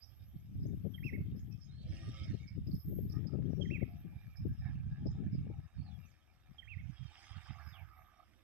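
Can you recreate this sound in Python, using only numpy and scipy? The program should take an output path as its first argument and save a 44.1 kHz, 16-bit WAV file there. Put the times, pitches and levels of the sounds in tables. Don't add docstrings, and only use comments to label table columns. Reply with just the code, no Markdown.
import sys
import numpy as np
from scipy import signal
from scipy.io import wavfile
from scipy.ndimage import uniform_filter1d

SR = 44100
rng = np.random.default_rng(int(sys.argv[2]) if len(sys.argv) > 2 else 0)


def transcribe(u):
    v = np.clip(np.atleast_2d(u).T, -1, 1)
    q = np.round(v * 32767).astype(np.int16)
    wavfile.write(sys.argv[1], SR, q)


N = 371763
TIME = np.arange(N) / SR
LEFT, RIGHT = -1, 1


def from_db(db):
    return 10 ** (np.asarray(db) / 20)


def unit_rms(x):
    return x / np.sqrt(np.mean(x ** 2) + 1e-20)


def in_time(rows):
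    times_s, *columns = np.transpose(rows)
    return [np.interp(TIME, times_s, column) for column in columns]


def at_hz(spectrum, hz):
    points_hz, points_db = np.transpose(spectrum)
    return np.interp(np.log(hz), np.log(points_hz), points_db)


def drift(rate_hz):
    step, settle = 20, 4000
    pole = np.exp(-2 * np.pi * rate_hz * step / SR)
    white = rng.standard_normal(N // step + settle + 2)
    slow = signal.lfilter([1], [1, -2 * pole, pole * pole], white)[settle:]
    return np.interp(np.arange(N) / step, np.arange(len(slow)), unit_rms(slow))


def band(x, low_hz, high_hz, order=2):
    return signal.sosfilt(signal.butter(order, [low_hz, high_hz], "band", fs=SR, output="sos"), x)


def resonate(x, hz, width_hz):
    pole = np.exp(-np.pi * width_hz / SR)
    feedback = [1, -2 * pole * np.cos(2 * np.pi * hz / SR), pole * pole]
    return (1 - pole * pole) / 2 * signal.lfilter([1, 0, -1], feedback, x)


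def place(x, left_db, lag_samples=3):
    return np.array([from_db(left_db) * np.roll(x, lag_samples), x])


def stereo_noise(left_db, diffuse_db):
    direct = place(rng.standard_normal(N), left_db)
    return direct + from_db(diffuse_db) * rng.standard_normal((2, N)) * from_db([[left_db], [0]])


# freq_hz, density_db
AIR_SPECTRUM = [(60, 10.5), (200, 6.5), (340, 4), (450, -15.5), (620, 7), (760, -12), (960, -10),
                (1800, -16), (3200, -13.5), (4200, -21), (5400, -18), (7200, -24), (8500, -18),
                (10000, -25), (15000, -28.5)]

def field_air(level_db):
    whites = [stereo_noise(left_db=-9.5, diffuse_db=3) for _ in range(2)]
    edges_hz, out = 60 * 2 ** (np.arange(25) / 3), 0
    for k, (low_hz, high_hz) in enumerate(zip(edges_hz, edges_hz[1:])):
        waver_db = (1.8 if low_hz < 3500 else .7) * drift(10)
        band_db = at_hz(AIR_SPECTRUM, np.sqrt(low_hz * high_hz)) + waver_db
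        out += band(whites[k % 2], low_hz, high_hz, order=3) * from_db(band_db)
    return from_db(level_db + 1.1 * drift(3)) * unit_rms(out)


# delay_s, gain_db
COMB_TAPS = [(.0023, -17), (.0041, -31.5), (.0093, -11.5)]

def comb_colour(x):
    return x + sum(from_db(db) * np.roll(x, round(delay_s * SR), axis=1) for delay_s, db in COMB_TAPS)


# time_s, blade_rate_hz
BLADE_RATE = [(0, 66), (1.55, 77), (1.68, 92), (1.82, 100), (2.0, 110.6), (2.18, 108), (2.36, 103),
              (2.5, 88), (2.8, 78), (3.25, 78), (3.6, 75), (3.9, 88.4), (4.5, 94), (5.3, 79.3), (6.2, 80.6),
              (6.8, 83), (8.43, 71.5)]

def rotor_phase(wander, jitter):
    rate_hz, = in_time(BLADE_RATE)
    return 2 * np.pi * np.cumsum(rate_hz * (1 + wander * drift(12) + jitter * drift(90))) / SR


def blade_slaps(phase, uneven_db, top_hz):
    clicks = np.diff(phase // (2 * np.pi), prepend=0) * from_db(uneven_db * drift(60))
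    return band(unit_rms(clicks), 180, top_hz)


def swell_db(swells, rest_db):
    power = from_db(rest_db) ** 2
    for full_s, hold_s, db, attack_s, release_s in swells:
        away = np.maximum((full_s - TIME) / attack_s, (TIME - full_s - hold_s) / release_s).clip(0)
        power += from_db(db - 20 * away) ** 2
    return 10 * np.log10(power)


def rotor_noise(modes, slaps, band_hz, left_db, diffuse_db, waver_db=6, flicker_db=2.5):
    drives = [band(stereo_noise(left_db, diffuse_db) + place(slaps, left_db), *band_hz, order=3)
              for _ in range(2)]
    out = 0
    for k, (hz, width_hz, db) in enumerate(modes):
        gain = from_db(db + waver_db * np.tanh(drift(10)) + flicker_db * drift(30))
        out += gain * resonate(resonate(drives[k % 2], hz, 2 * width_hz), hz, 2 * width_hz)
    return unit_rms(out)


# time_s, level_db
RUSH_LEVEL = [(0, -80), (3.05, -83.5), (3.15, -69), (3.5, -70.5), (4.3, -68.5), (4.58, -73.5), (4.66, -58),
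              (4.85, -70), (5.0, -66.5), (6.2, -71), (8.43, -81.5)]
# centre_hz, width_hz, gain_db
RUSH_MODES = [(753, 126, 4), (810, 7.1, -32), (1067, 250, -1.5), (1276, 93, -3), (1667, 161, 2.5),
              (1750, 70, -15), (2362, 92, 4), (2665, 160, -3.5), (3490, 360, -11), (3764, 28, 0.5)]

def rotor_rush(phase, slaps, gain_db):
    noise = rotor_noise(RUSH_MODES, from_db(-3) * slaps, (470, 4100), left_db=-7, diffuse_db=-11)
    chop = unit_rms(np.exp(0.31 * np.cos(phase)))
    return from_db(gain_db + in_time(RUSH_LEVEL)[0]) * noise * chop


# full_s, hold_s, level_db, attack_s, release_s
SURGE_SWELLS = [(7.35, 0.42, -58.5, 0.76, 0.66)]
# centre_hz, width_hz, gain_db
SURGE_MODES = [(767, 110, -1), (1200, 110, 1.5), (1585, 273, -2), (1540, 180, -6.5), (1953, 260, -4.5),
               (2268, 35, -2.5), (2200, 400, -17)]

def rotor_surge(slaps, gain_db):
    noise = rotor_noise(SURGE_MODES, from_db(-5) * slaps, (570, 3100), left_db=-9.5, diffuse_db=-10)
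    return from_db(gain_db + swell_db(SURGE_SWELLS, rest_db=-79)) * noise


# full_s, hold_s, level_db, attack_s, release_s
HISS_SWELLS = [(1.935, 0.32, -62, 0.18, 0.31), (7.2, 0.29, -64, 0.56, 0.37)]
# centre_hz, width_hz, gain_db
HISS_MODES = [(473, 14, -12), (1273, 31, -6), (1857, 350, -1.5), (2170, 40, 2), (2366, 110, 0.5),
              (2823, 150, 0.5), (3210, 190, 2), (3684, 69, 4), (4384, 100, -5), (5030, 160, 0.5),
              (5430, 140, -3.5), (5650, 26, 2), (6240, 450, -9.5), (7860, 460, -16.5), (8650, 240, -12),
              (11600, 1100, -23.5)]

def rotor_hiss(slaps, gain_db):
    noise = rotor_noise(HISS_MODES, from_db(3) * slaps, (504, 13200), left_db=-5.5, diffuse_db=4)
    return from_db(gain_db + swell_db(HISS_SWELLS, rest_db=-79.5)) * noise


# blade_harmonic, gain_db
HUM_HARMONICS = [(2, -2.5), (3, 4.5), (4, -16), (5, -2), (6, -5.5), (7, -6.5)]
# full_s, hold_s, level_db, attack_s, release_s
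HUM_SWELLS = [(1.86, 0.4, -65.5, 0.074, 0.2)]

def rotor_hum(phase, waver_db, stray_rad):
    hum = sum(from_db(db + waver_db * drift(21)) * np.sin(k * phase + stray_rad * drift(18))
              for k, db in HUM_HARMONICS)
    return place(from_db(swell_db(HUM_SWELLS, rest_db=-93.5)) * hum, left_db=-16)


def note_span(start_s, length_s):
    span = np.flatnonzero((TIME >= start_s) & (TIME < start_s + length_s))
    return span, (TIME[span] - start_s) / length_s


# start_s, length_s, start_hz, end_hz, level_db
HOLLOW_NOTES = [(1.92, 0.062, 1700, 1760, -63), (1.93, 0.21, 1900, 1810, -63.5),
                (2.02, 0.185, 3250, 3170, -66), (1.915, 0.038, 2270, 2160, -60),
                (7.59, .1, 1720, 1570, -58.5), (2.015, .27, 1190, 1315, -60.5),
                (2.147, 0.17, 2220, 2150, -58), (2.387, 0.17, 2210, 2240, -63.5),
                (3.095, 0.12, 1210, 1280, -65.5), (3.1, 0.15, 1800, 1930, -73), (3.09, 0.36, 844, 870, -76),
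                (3.27, 0.11, 1310, 1270, -70), (3.877, 0.15, 700, 747, -64.5),
                (4.02, 0.47, 2400, 2340, -69), (4.48, 0.096, 1620, 1630, -69.5),
                (4.615, 0.1, 2350, 2100, -67), (4.76, 0.13, 1640, 1580, -71.5),
                (4.613, 0.11, 730, 780, -63), (4.603, 0.13, 1760, 1770, -63.5), (4.96, 0.17, 790, 850, -67),
                (4.9, 0.1, 1610, 1680, -64.5), (5.163, 0.13, 844, 650, -66), (5.152, 0.42, 2320, 2200, -76),
                (5.453, 0.16, 850, 743, -65), (5.83, 0.18, 780, 757, -67.5), (7.154, 0.12, 750, 830, -64.5),
                (7.25, 0.16, 1230, 1260, -62), (7.45, 0.22, 1240, 1140, -62),
                (7.58, 0.11, 1380, 1363, -62.5), (7.47, 0.21, 774, 756, -60.5),
                (7.734, 0.1, 770, 730, -61.5), (7.813, 0.297, 1290, 1184, -65), (7.942, .12, 767, 710, -66),
                (8.113, .14, 730, 720, -66.5), (8.09, 0.2, 1190, 1260, -66)]

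def hollow_buzz(phase, gain_db, width_hz, flicker_db):
    rate_hz, = in_time(BLADE_RATE)
    out, flicker = np.zeros(N), from_db(flicker_db * drift(32))
    for start_s, length_s, start_hz, end_hz, db in HOLLOW_NOTES:
        span, progress = note_span(start_s, length_s)
        centre_hz = start_hz + (end_hz - start_hz) * progress
        harmonics = np.round(start_hz / rate_hz[span].mean()) + np.arange(-5, 6)[:, None]
        lift = np.exp(-((harmonics * rate_hz[span] - centre_hz) / width_hz) ** 2 / 2)
        partials = lift * np.sin(harmonics * phase[span] + rng.normal(0, 1, harmonics.shape))
        out[span] += from_db(db) * np.sin(np.pi * progress) ** .5 * flicker[span] * partials.sum(axis=0)
    return from_db(gain_db) * place(out, left_db=-13)


# time_s, level_db
WHINE_LEVEL = [(0.0, -77), (0.68, -85.5), (1.01, -71.5), (1.24, -84.5), (1.52, -83), (1.76, -102),
               (2.63, -95), (2.72, -77.5), (2.96, -63.5), (3.31, -96), (3.85, -83.5), (4.48, -85),
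               (4.84, -99.5), (5.87, -98.5), (6.01, -84), (6.27, -97), (6.57, -89.5), (7.28, -100),
               (7.61, -87), (7.65, -73.5), (7.84, -85.5), (8.08, -79), (8.12, -94), (8.43, -90)]
# time_s, pitch_hz, sidebands_db
WHINE_PITCH = [(0, 12880, -16.5), (1.5, 12840, -16), (1.68, 12720, -7), (2.55, 12400, 0.5),
               (2.76, 12810, 0.5), (2.95, 12700, -6), (3.2, 12740, -3.5), (3.45, 12900, -5),
               (3.9, 12830, -11), (4.7, 12880, -7.5), (6.0, 12880, -7.5), (7.6, 12810, -8),
               (8.43, 12890, -13)]
# offset_blade_rates, gain_db
WHINE_SIDEBANDS = [(-4, -12), (1, -2.5), (4, 3)]

def whine(gain_db, left_db, lag_s):
    level_db, = in_time(WHINE_LEVEL)
    rate_hz, = in_time(BLADE_RATE)
    pitch_hz, sidebands_db = in_time(WHINE_PITCH)
    pitch_hz += 13 * drift(150) + 8 * drift(8.4)
    partials = [(0, 0)] + [(k, db + sidebands_db + 2 * drift(9.5)) for k, db in WHINE_SIDEBANDS]
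    tone = sum(from_db(db) * np.exp(2j * np.pi * np.cumsum(pitch_hz + k * rate_hz) / SR)
               for k, db in partials)
    rasp = from_db(-16) * unit_rms(band(rng.standard_normal((2, N)), 12450, 13400, order=3))
    ports = np.real([tone * np.exp(-2j * np.pi * pitch_hz * lag_s), tone]) + rasp
    flicker_db = 2 * drift(60) + 2 * drift(9.3)
    return ports * from_db([[left_db], [0]]) * from_db(gain_db + level_db + flicker_db)


def slurs(notes, buzz_hz, buzz_depth, flicker_db, taper, lag_samples=3):
    out = np.zeros((2, N))
    wobble = 1 + buzz_depth * drift(buzz_hz)
    flicker = from_db(flicker_db * drift(79))
    for start_s, length_s, start_hz, mid_hz, end_hz, db, left_db in notes:
        span, progress = note_span(start_s, length_s)
        arc = np.polyfit([0, .5, 1], [start_hz, mid_hz, end_hz], 2)
        pitch_hz = np.polyval(arc, progress) * wobble[span]
        phase = 2 * np.pi * np.cumsum(pitch_hz) / SR
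        envelope = from_db(db) * np.abs(np.sin(np.pi * progress)) ** taper * flicker[span]
        left = from_db(left_db) * np.sin(phase - 2 * np.pi * pitch_hz * lag_samples / SR)
        out[:, span] += envelope * np.array([left, np.sin(phase)])
    return out


def field_echo(x, t60_s, wet_db):
    delay_s = TIME[:SR // 2]
    scatter = rng.standard_normal((2, len(delay_s))) * from_db(-60 * delay_s / t60_s) * (delay_s > .006)
    scatter /= np.sqrt(np.sum(scatter ** 2, axis=1, keepdims=True))
    return x + from_db(wet_db) * signal.fftconvolve(x, scatter, axes=1)[:, :N]


# start_s, length_s, start_hz, end_hz, level_db
WHISTLES = [(1.507, 0.05, 2580, 2530, -62.5), (1.68, 0.036, 3770, 3790, -62),
            (1.7, 0.16, 4050, 4550, -63.5), (1.768, 0.16, 4000, 4060, -65),
            (1.839, 0.42, 5730, 5460, -62.5), (2.246, 0.15, 4540, 4100, -66),
            (2.283, 0.18, 4000, 3680, -71), (3.448, 0.32, 5650, 5420, -68), (3.55, 0.24, 6500, 6380, -72.5),
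            (4.473, 0.28, 5400, 5050, -70.5), (5.77, 0.08, 4400, 4500, -69),
            (5.825, 0.078, 5400, 3576, -62.5), (5.885, 0.085, 3610, 3240, -65),
            (6.005, 0.1, 2980, 2184, -64.5), (6.045, 0.046, 5400, 7690, -67),
            (6.096, 0.03, 7500, 4400, -68), (6.919, 0.26, 3364, 2985, -61),
            (6.888, 0.56, 5010, 4920, -71.5), (7.1, 0.18, 5530, 5820, -68), (7.632, 0.1, 5540, 4686, -58.5),
            (7.721, 0.089, 3880, 2100, -51.5)]

def whistles(gain_db, left_db):
    notes = [(start_s, length_s, start_hz, np.sqrt(start_hz * end_hz), end_hz, db, left_db)
             for start_s, length_s, start_hz, end_hz, db in WHISTLES]
    glides = slurs(notes, buzz_hz=300, buzz_depth=.004, flicker_db=4, taper=.8)
    return from_db(gain_db) * field_echo(glides, t60_s=0.15, wet_db=-2)


# start_s, length_s, start_hz, end_hz, level_db
CHIRPS = [(.005, 0.049, 4750, 6000, -55), (0.624, 0.037, 5020, 5400, -68), (0.662, .016, 5960, 7060, -61.5),
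          (1.029, 0.082, 5220, 5770, -62.5), (1.355, 0.056, 5170, 5370, -68),
          (1.39, 0.018, 6400, 7040, -64.5), (1.511, 0.022, 5300, 5470, -61),
          (1.602, 0.049, 5240, 4940, -58.5), (1.637, 0.037, 6450, 6300, -69),
          (2.227, 0.03, 5080, 5580, -53.5), (2.47, .02, 5176, 4995, -57), (2.476, 0.021, 4940, 5180, -56),
          (2.668, 0.018, 5010, 5100, -53.5), (2.708, 0.017, 4990, 4370, -62),
          (2.713, 0.0203, 4520, 5500, -58), (2.748, 0.016, 5100, 5220, -52),
          (2.776, 0.062, 5290, 5040, -66), (3.095, 0.011, 5080, 5034, -56.5),
          (3.106, 0.014, 4480, 5450, -59), (3.12, 0.015, 5460, 5200, -52),
          (3.266, 0.023, 5070, 4845, -57.5), (3.309, 0.023, 4860, 4900, -70),
          (4.356, 0.043, 5110, 5450, -59), (5.059, 0.021, 5190, 5320, -59.5),
          (5.09, 0.022, 4990, 5950, -61.5), (5.105, 0.018, 6540, 7300, -71),
          (5.317, 0.049, 5192, 4780, -60.5)]

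def small_birds(gain_db, left_db, mid_share=0.26):
    notes = [(start_s, length_s, start_hz, start_hz + mid_share * (end_hz - start_hz), end_hz, db, left_db)
             for start_s, length_s, start_hz, end_hz, db in CHIRPS]
    chirps = slurs(notes, buzz_hz=500, buzz_depth=.033, flicker_db=3.5, taper=.85)
    return from_db(gain_db) * field_echo(chirps, t60_s=0.27, wet_db=-4.5)


# offset_s, length_s, start_hz, mid_hz, end_hz, level_db, left_db
PHRASE = [(0, 0.025, 3310, 3202, 3080, 3.5, -23), (0.040, 0.018, 2320, 1960, 1780, -7, -16),
          (0.09, 0.031, 1623, 2557, 2710, 0.5, -12), (.111, .061, 2760, 2520, 1800, 3.5, -14.5),
          (0.193, .042, 1652, 2224, 1700, -1, -15.5)]
# start_s, level_db, onset_stretch, fade_db_per_s
SONGS = [(0.938, -43.5, 0.97, -13), (3.61, -40, 0.99, 20), (6.581, -42, 1.0, 27)]

def songbird(gain_db):
    notes = [(start_s + stretch * offset_s, length_s, *arc_hz, song_db + db - fade * offset_s, left_db)
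             for start_s, song_db, stretch, fade in SONGS
             for offset_s, length_s, *arc_hz, db, left_db in PHRASE]
    song = slurs(notes, buzz_hz=200, buzz_depth=0.0041, flicker_db=2, taper=1)
    return from_db(gain_db) * field_echo(song, t60_s=0.46, wet_db=-11)


def bump(centre_s, half_width_s):
    return np.exp(-np.minimum(((TIME - centre_s) / half_width_s) ** 2, 20))


# time_s, level_db, port, brightening_oct
BUFFETS = [(0.211, -45.5, 1, -0.38), (0.354, -49, -1, 0.53), (0.36, -44, 1, 0.17), (0.575, -35, 1, -0.18),
           (0.629, -38, 1, 0.0), (0.668, -39, -1, -0.09), (0.735, -39.5, -1, -0.051),
           (0.857, -33.5, -1, 0.53), (1.058, -34.5, -1, -0.01), (1.062, -43, 1, -0.049),
           (1.135, -37.5, -1, 0.41), (1.19, -37, -1, 0.077), (1.208, -34.5, 1, -0.24),
           (1.276, -37.5, -1, 0.071), (1.331, -39.0, 1, -0.32), (1.35, -45, -1, 0.46),
           (1.425, -43, 1, -0.35), (1.543, -40.5, -1, -0.69), (1.853, -42.5, -1, -0.56),
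           (1.854, -43, 1, 0.34), (1.901, -35.0, 1, -0.15), (1.933, -39.5, -1, -0.14),
           (2.081, -38.5, 1, -0.15), (2.088, -41, -1, 0.23), (2.218, -37.0, 1, 0.071),
           (2.301, -32, 1, 0.19), (2.343, -34.5, -1, 0.37), (2.47, -45, 1, 0.3), (2.506, -39.0, 1, 0.6),
           (2.576, -34.5, -1, 0.11), (2.604, -34.0, 1, 0.3), (2.685, -33.5, -1, -0.12),
           (2.74, -38.5, -1, 0.16), (2.74, -31.5, 1, -0.12), (2.887, -36, 1, 0.11), (2.931, -38, -1, 0.21),
           (2.992, -34.5, -1, 0.6), (3.042, -37.5, 1, -0.13), (3.109, -39, -1, -0.55),
           (3.169, -32.5, -1, -0.36), (3.348, -36.5, -1, 0.51), (3.4, -43, 1, -0.45),
           (3.413, -35.5, -1, -0.29), (3.473, -35, -1, 0.0094), (3.606, -35.5, -1, 0.23),
           (3.678, -42, 1, 0.38), (3.708, -40, -1, 0.41), (3.829, -31, -1, 0.31), (3.955, -43, -1, -0.5),
           (4.061, -41.5, -1, 0.19), (4.162, -42, 1, -0.05), (4.274, -44.5, -1, -0.39),
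           (4.408, -34.5, 1, -0.05), (4.461, -33, -1, 0.3), (4.496, -34.5, 1, 0), (4.517, -34.0, -1, -0.65),
           (4.602, -37.5, -1, -0.49), (4.662, -34.5, 1, -0.4), (4.698, -38.5, 1, 0.18),
           (4.745, -38, 1, -0.048), (4.857, -38, 1, -0.38), (4.929, -36.5, -1, -0.35),
           (4.936, -48, 1, 0.59), (5.06, -34.5, -1, 0.66), (5.092, -33, 1, -0.6), (5.164, -41.5, 1, -0.09),
           (5.202, -37, -1, 0.15), (5.262, -32, 1, 0.3), (5.337, -33, 1, 0.25), (5.351, -36, -1, 0.12),
           (5.393, -30.5, 1, 0.039), (5.501, -40, -1, 0.27), (5.581, -46.5, 1, -0.1),
           (5.587, -39, -1, -0.53), (5.649, -43.5, -1, -0.6), (5.806, -42.5, 1, 0.61),
           (5.934, -43, -1, -0.5), (6.507, -50, -1, -0.36), (6.766, -40.5, 1, -0.14),
           (6.8, -46.5, -1, -0.38), (6.85, -50, 1, -0.033), (6.895, -46, 1, 0.67), (7.004, -40.5, 1, 0.2),
           (7.312, -45.5, 1, -0.4), (7.369, -42, 1, 0.24), (7.505, -39, 1, 0.46), (7.669, -42.5, 1, 0.15),
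           (7.829, -44.5, 1, -0.13)]
# time_s, depth_db, port
LULLS = [(0.894, 13, 1), (1.086, 14, 1), (2.175, 9.7, -1), (2.488, 18, 1), (2.499, 14, -1), (2.587, 18, 1),
         (2.815, 27, -1), (2.825, 15.2, 1), (3.3, 8, -1), (4.356, 20, -1), (4.558, 29, 1), (4.96, 19, 1),
         (4.962, 6.2, -1), (5.194, 12, 1), (5.678, 14.3, 1), (5.702, 22, -1), (6.973, 20, 1)]

def wind_strength(gusts, port, eddy_db):
    breeze_db = in_time(gusts)[0] + eddy_db * np.minimum(drift(10.3), .6)
    power, bright_oct = from_db(breeze_db) ** 2, 0
    for time_s, db, side, octaves in BUFFETS:
        if side == port:
            buffet = bump(time_s, half_width_s=0.017)
            power += (from_db(db) * buffet) ** 2
            bright_oct += octaves * buffet
    lulls_db = sum(db * bump(time_s, half_width_s=0.02) for time_s, db, side in LULLS if side == port)
    return 10 * np.log10(power) - lulls_db, bright_oct


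# freq_hz, density_db
RUMBLE_SPECTRUM = [(20, -27.5), (45, -17), (75, -1), (110, -0.5), (170, -4.5), (260, -10), (400, -13.5),
                   (600, -17), (850, -23.5), (1200, -82.5)]

def rumble(level_db, bright_oct, corner_hz, steepness, lump_db, flutter_db):
    moderate_db, db_per_oct = -38, 18
    lumps = np.clip(drift(28), -2, 2)
    reach_hz = corner_hz * 2 ** (bright_oct + (level_db - moderate_db + flutter_db * lumps) / db_per_oct)
    whites = rng.standard_normal((2, N))
    edges_hz, out = 18 * 2 ** (np.arange(13) / 2), 0
    for k, (low_hz, high_hz) in enumerate(zip(edges_hz, edges_hz[1:])):
        centre_hz = np.sqrt(low_hz * high_hz)
        gain = from_db(at_hz(RUMBLE_SPECTRUM, centre_hz)) / np.sqrt(1 + (centre_hz / reach_hz) ** steepness)
        out += gain * band(whites[k % 2], low_hz, high_hz, order=3)
    out *= from_db(lump_db * lumps)
    power = uniform_filter1d(uniform_filter1d(out ** 2, size=1300), size=700)
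    return from_db(level_db) * out / np.sqrt(power + 1e-20)


# time_s, level_db
THUMPS = [(.851, -25), (0.876, -36.5), (2.349, -30.5), (3.339, -28.5), (3.354, -24.5), (3.387, -29.5),
          (3.505, -28), (3.533, -22), (3.603, -26.5), (3.828, -22), (5.063, -24), (5.468, -31),
          (5.501, -31)]

def thumps(width_s, top_hz):
    dips = sum(-from_db(db) * np.exp(-np.abs(TIME - time_s + width_s).clip(0, .1) / width_s)
               for time_s, db in THUMPS)
    return band(dips, 110, top_hz)


def port_filter(x, low_hz, top_hz):
    x = signal.sosfilt(signal.butter(2, low_hz, "high", fs=SR, output="sos"), x)
    return signal.sosfilt(signal.butter(10, top_hz, fs=SR, output="sos"), x)


# time_s, level_db
GUSTS_LEFT = [(0.0, -83.5), (0.13, -83), (0.18, -58.5), (0.52, -50), (0.62, -36), (0.95, -43.5),
              (1.3, -39.5), (1.7, -48.5), (2.2, -46.5), (2.5, -44.5), (2.62, -42), (2.95, -39.0),
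              (3.65, -33.5), (3.9, -43.5), (4.2, -53.0), (4.33, -52.5), (4.45, -39), (4.58, -48),
              (5.05, -41.5), (5.5, -39.5), (5.66, -59.0), (5.7, -64), (5.76, -54), (5.95, -44), (6.16, -64),
              (6.75, -64.5), (6.93, -79), (7.68, -80.5), (7.95, -64), (8.43, -77)]
GUSTS_RIGHT = [(0.0, -56.5), (0.48, -53), (0.56, -43), (0.82, -47.5), (0.9, -62), (1.0, -50.5),
               (1.33, -44.0), (1.56, -63), (1.66, -59.5), (1.8, -47.0), (2.4, -48), (3.1, -43), (3.27, -71),
               (3.39, -44), (3.6, -60.5), (4.0, -51.0), (4.3, -57), (4.42, -42.0), (5.35, -39), (5.6, -54),
               (5.72, -62.5), (5.78, -35.5), (6.0, -79), (6.55, -65), (6.78, -43.5), (7.05, -44),
               (7.14, -67), (7.35, -51.5), (7.8, -50.5), (8.1, -67), (8.43, -67)]
# time_s, brightening_oct
LEFT_BRIGHTNESS = [(0, 0.083), (0.65, 0.18), (1.0, 0.018), (1.5, 0.23), (2.0, -0.05), (2.7, 0.085),
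                   (3.7, 0.017), (4.0, 0.35), (4.4, -0.22), (4.7, -.4), (5.1, -0.021), (5.7, .1),
                   (6.0, -.4), (6.5, 0.0089)]

def wind():
    left_db, left_oct = wind_strength(GUSTS_LEFT, LEFT, eddy_db=2)
    left_oct += in_time(LEFT_BRIGHTNESS)[0]
    left = rumble(left_db, left_oct, corner_hz=258.6, steepness=8.55, lump_db=2.5, flutter_db=3.5)
    right_db, right_oct = wind_strength(GUSTS_RIGHT, RIGHT, eddy_db=2.5)
    right = rumble(right_db, right_oct, corner_hz=157.2, steepness=11.7, lump_db=4.5, flutter_db=-2)
    left = from_db(1.06) * left + from_db(7.5) * thumps(width_s=0.0014, top_hz=645)
    return np.array([port_filter(left, low_hz=50.4, top_hz=804),
                     port_filter(from_db(1.54) * right, low_hz=47, top_hz=340.6)])


def scene():
    phase = rotor_phase(wander=.006, jitter=.008)
    slaps = blade_slaps(phase, uneven_db=2.5, top_hz=6000)
    drone_noise = rotor_rush(phase, slaps, gain_db=-7.5)
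    drone_noise += rotor_surge(slaps, gain_db=-5.5) + rotor_hiss(slaps, gain_db=-0.94)
    drone_tones = rotor_hum(phase, waver_db=4, stray_rad=0.84)
    drone_tones += hollow_buzz(phase, gain_db=-1, width_hz=60.4, flicker_db=4)
    drone_tones += whine(gain_db=5, left_db=-3, lag_s=59e-6)
    background = comb_colour(field_air(level_db=-76) + drone_noise) + drone_tones
    gusts = wind()
    birds = songbird(gain_db=-3.5) + small_birds(gain_db=-2, left_db=-18)
    return background + whistles(gain_db=-6.5, left_db=-9) + birds + gusts


def record(dry):
    cutoff_hz = 15300
    return signal.sosfilt(signal.ellip(10, .2, 80, cutoff_hz, fs=SR, output="sos"), dry)


dry = scene()
out = record(dry)
transcribe(out)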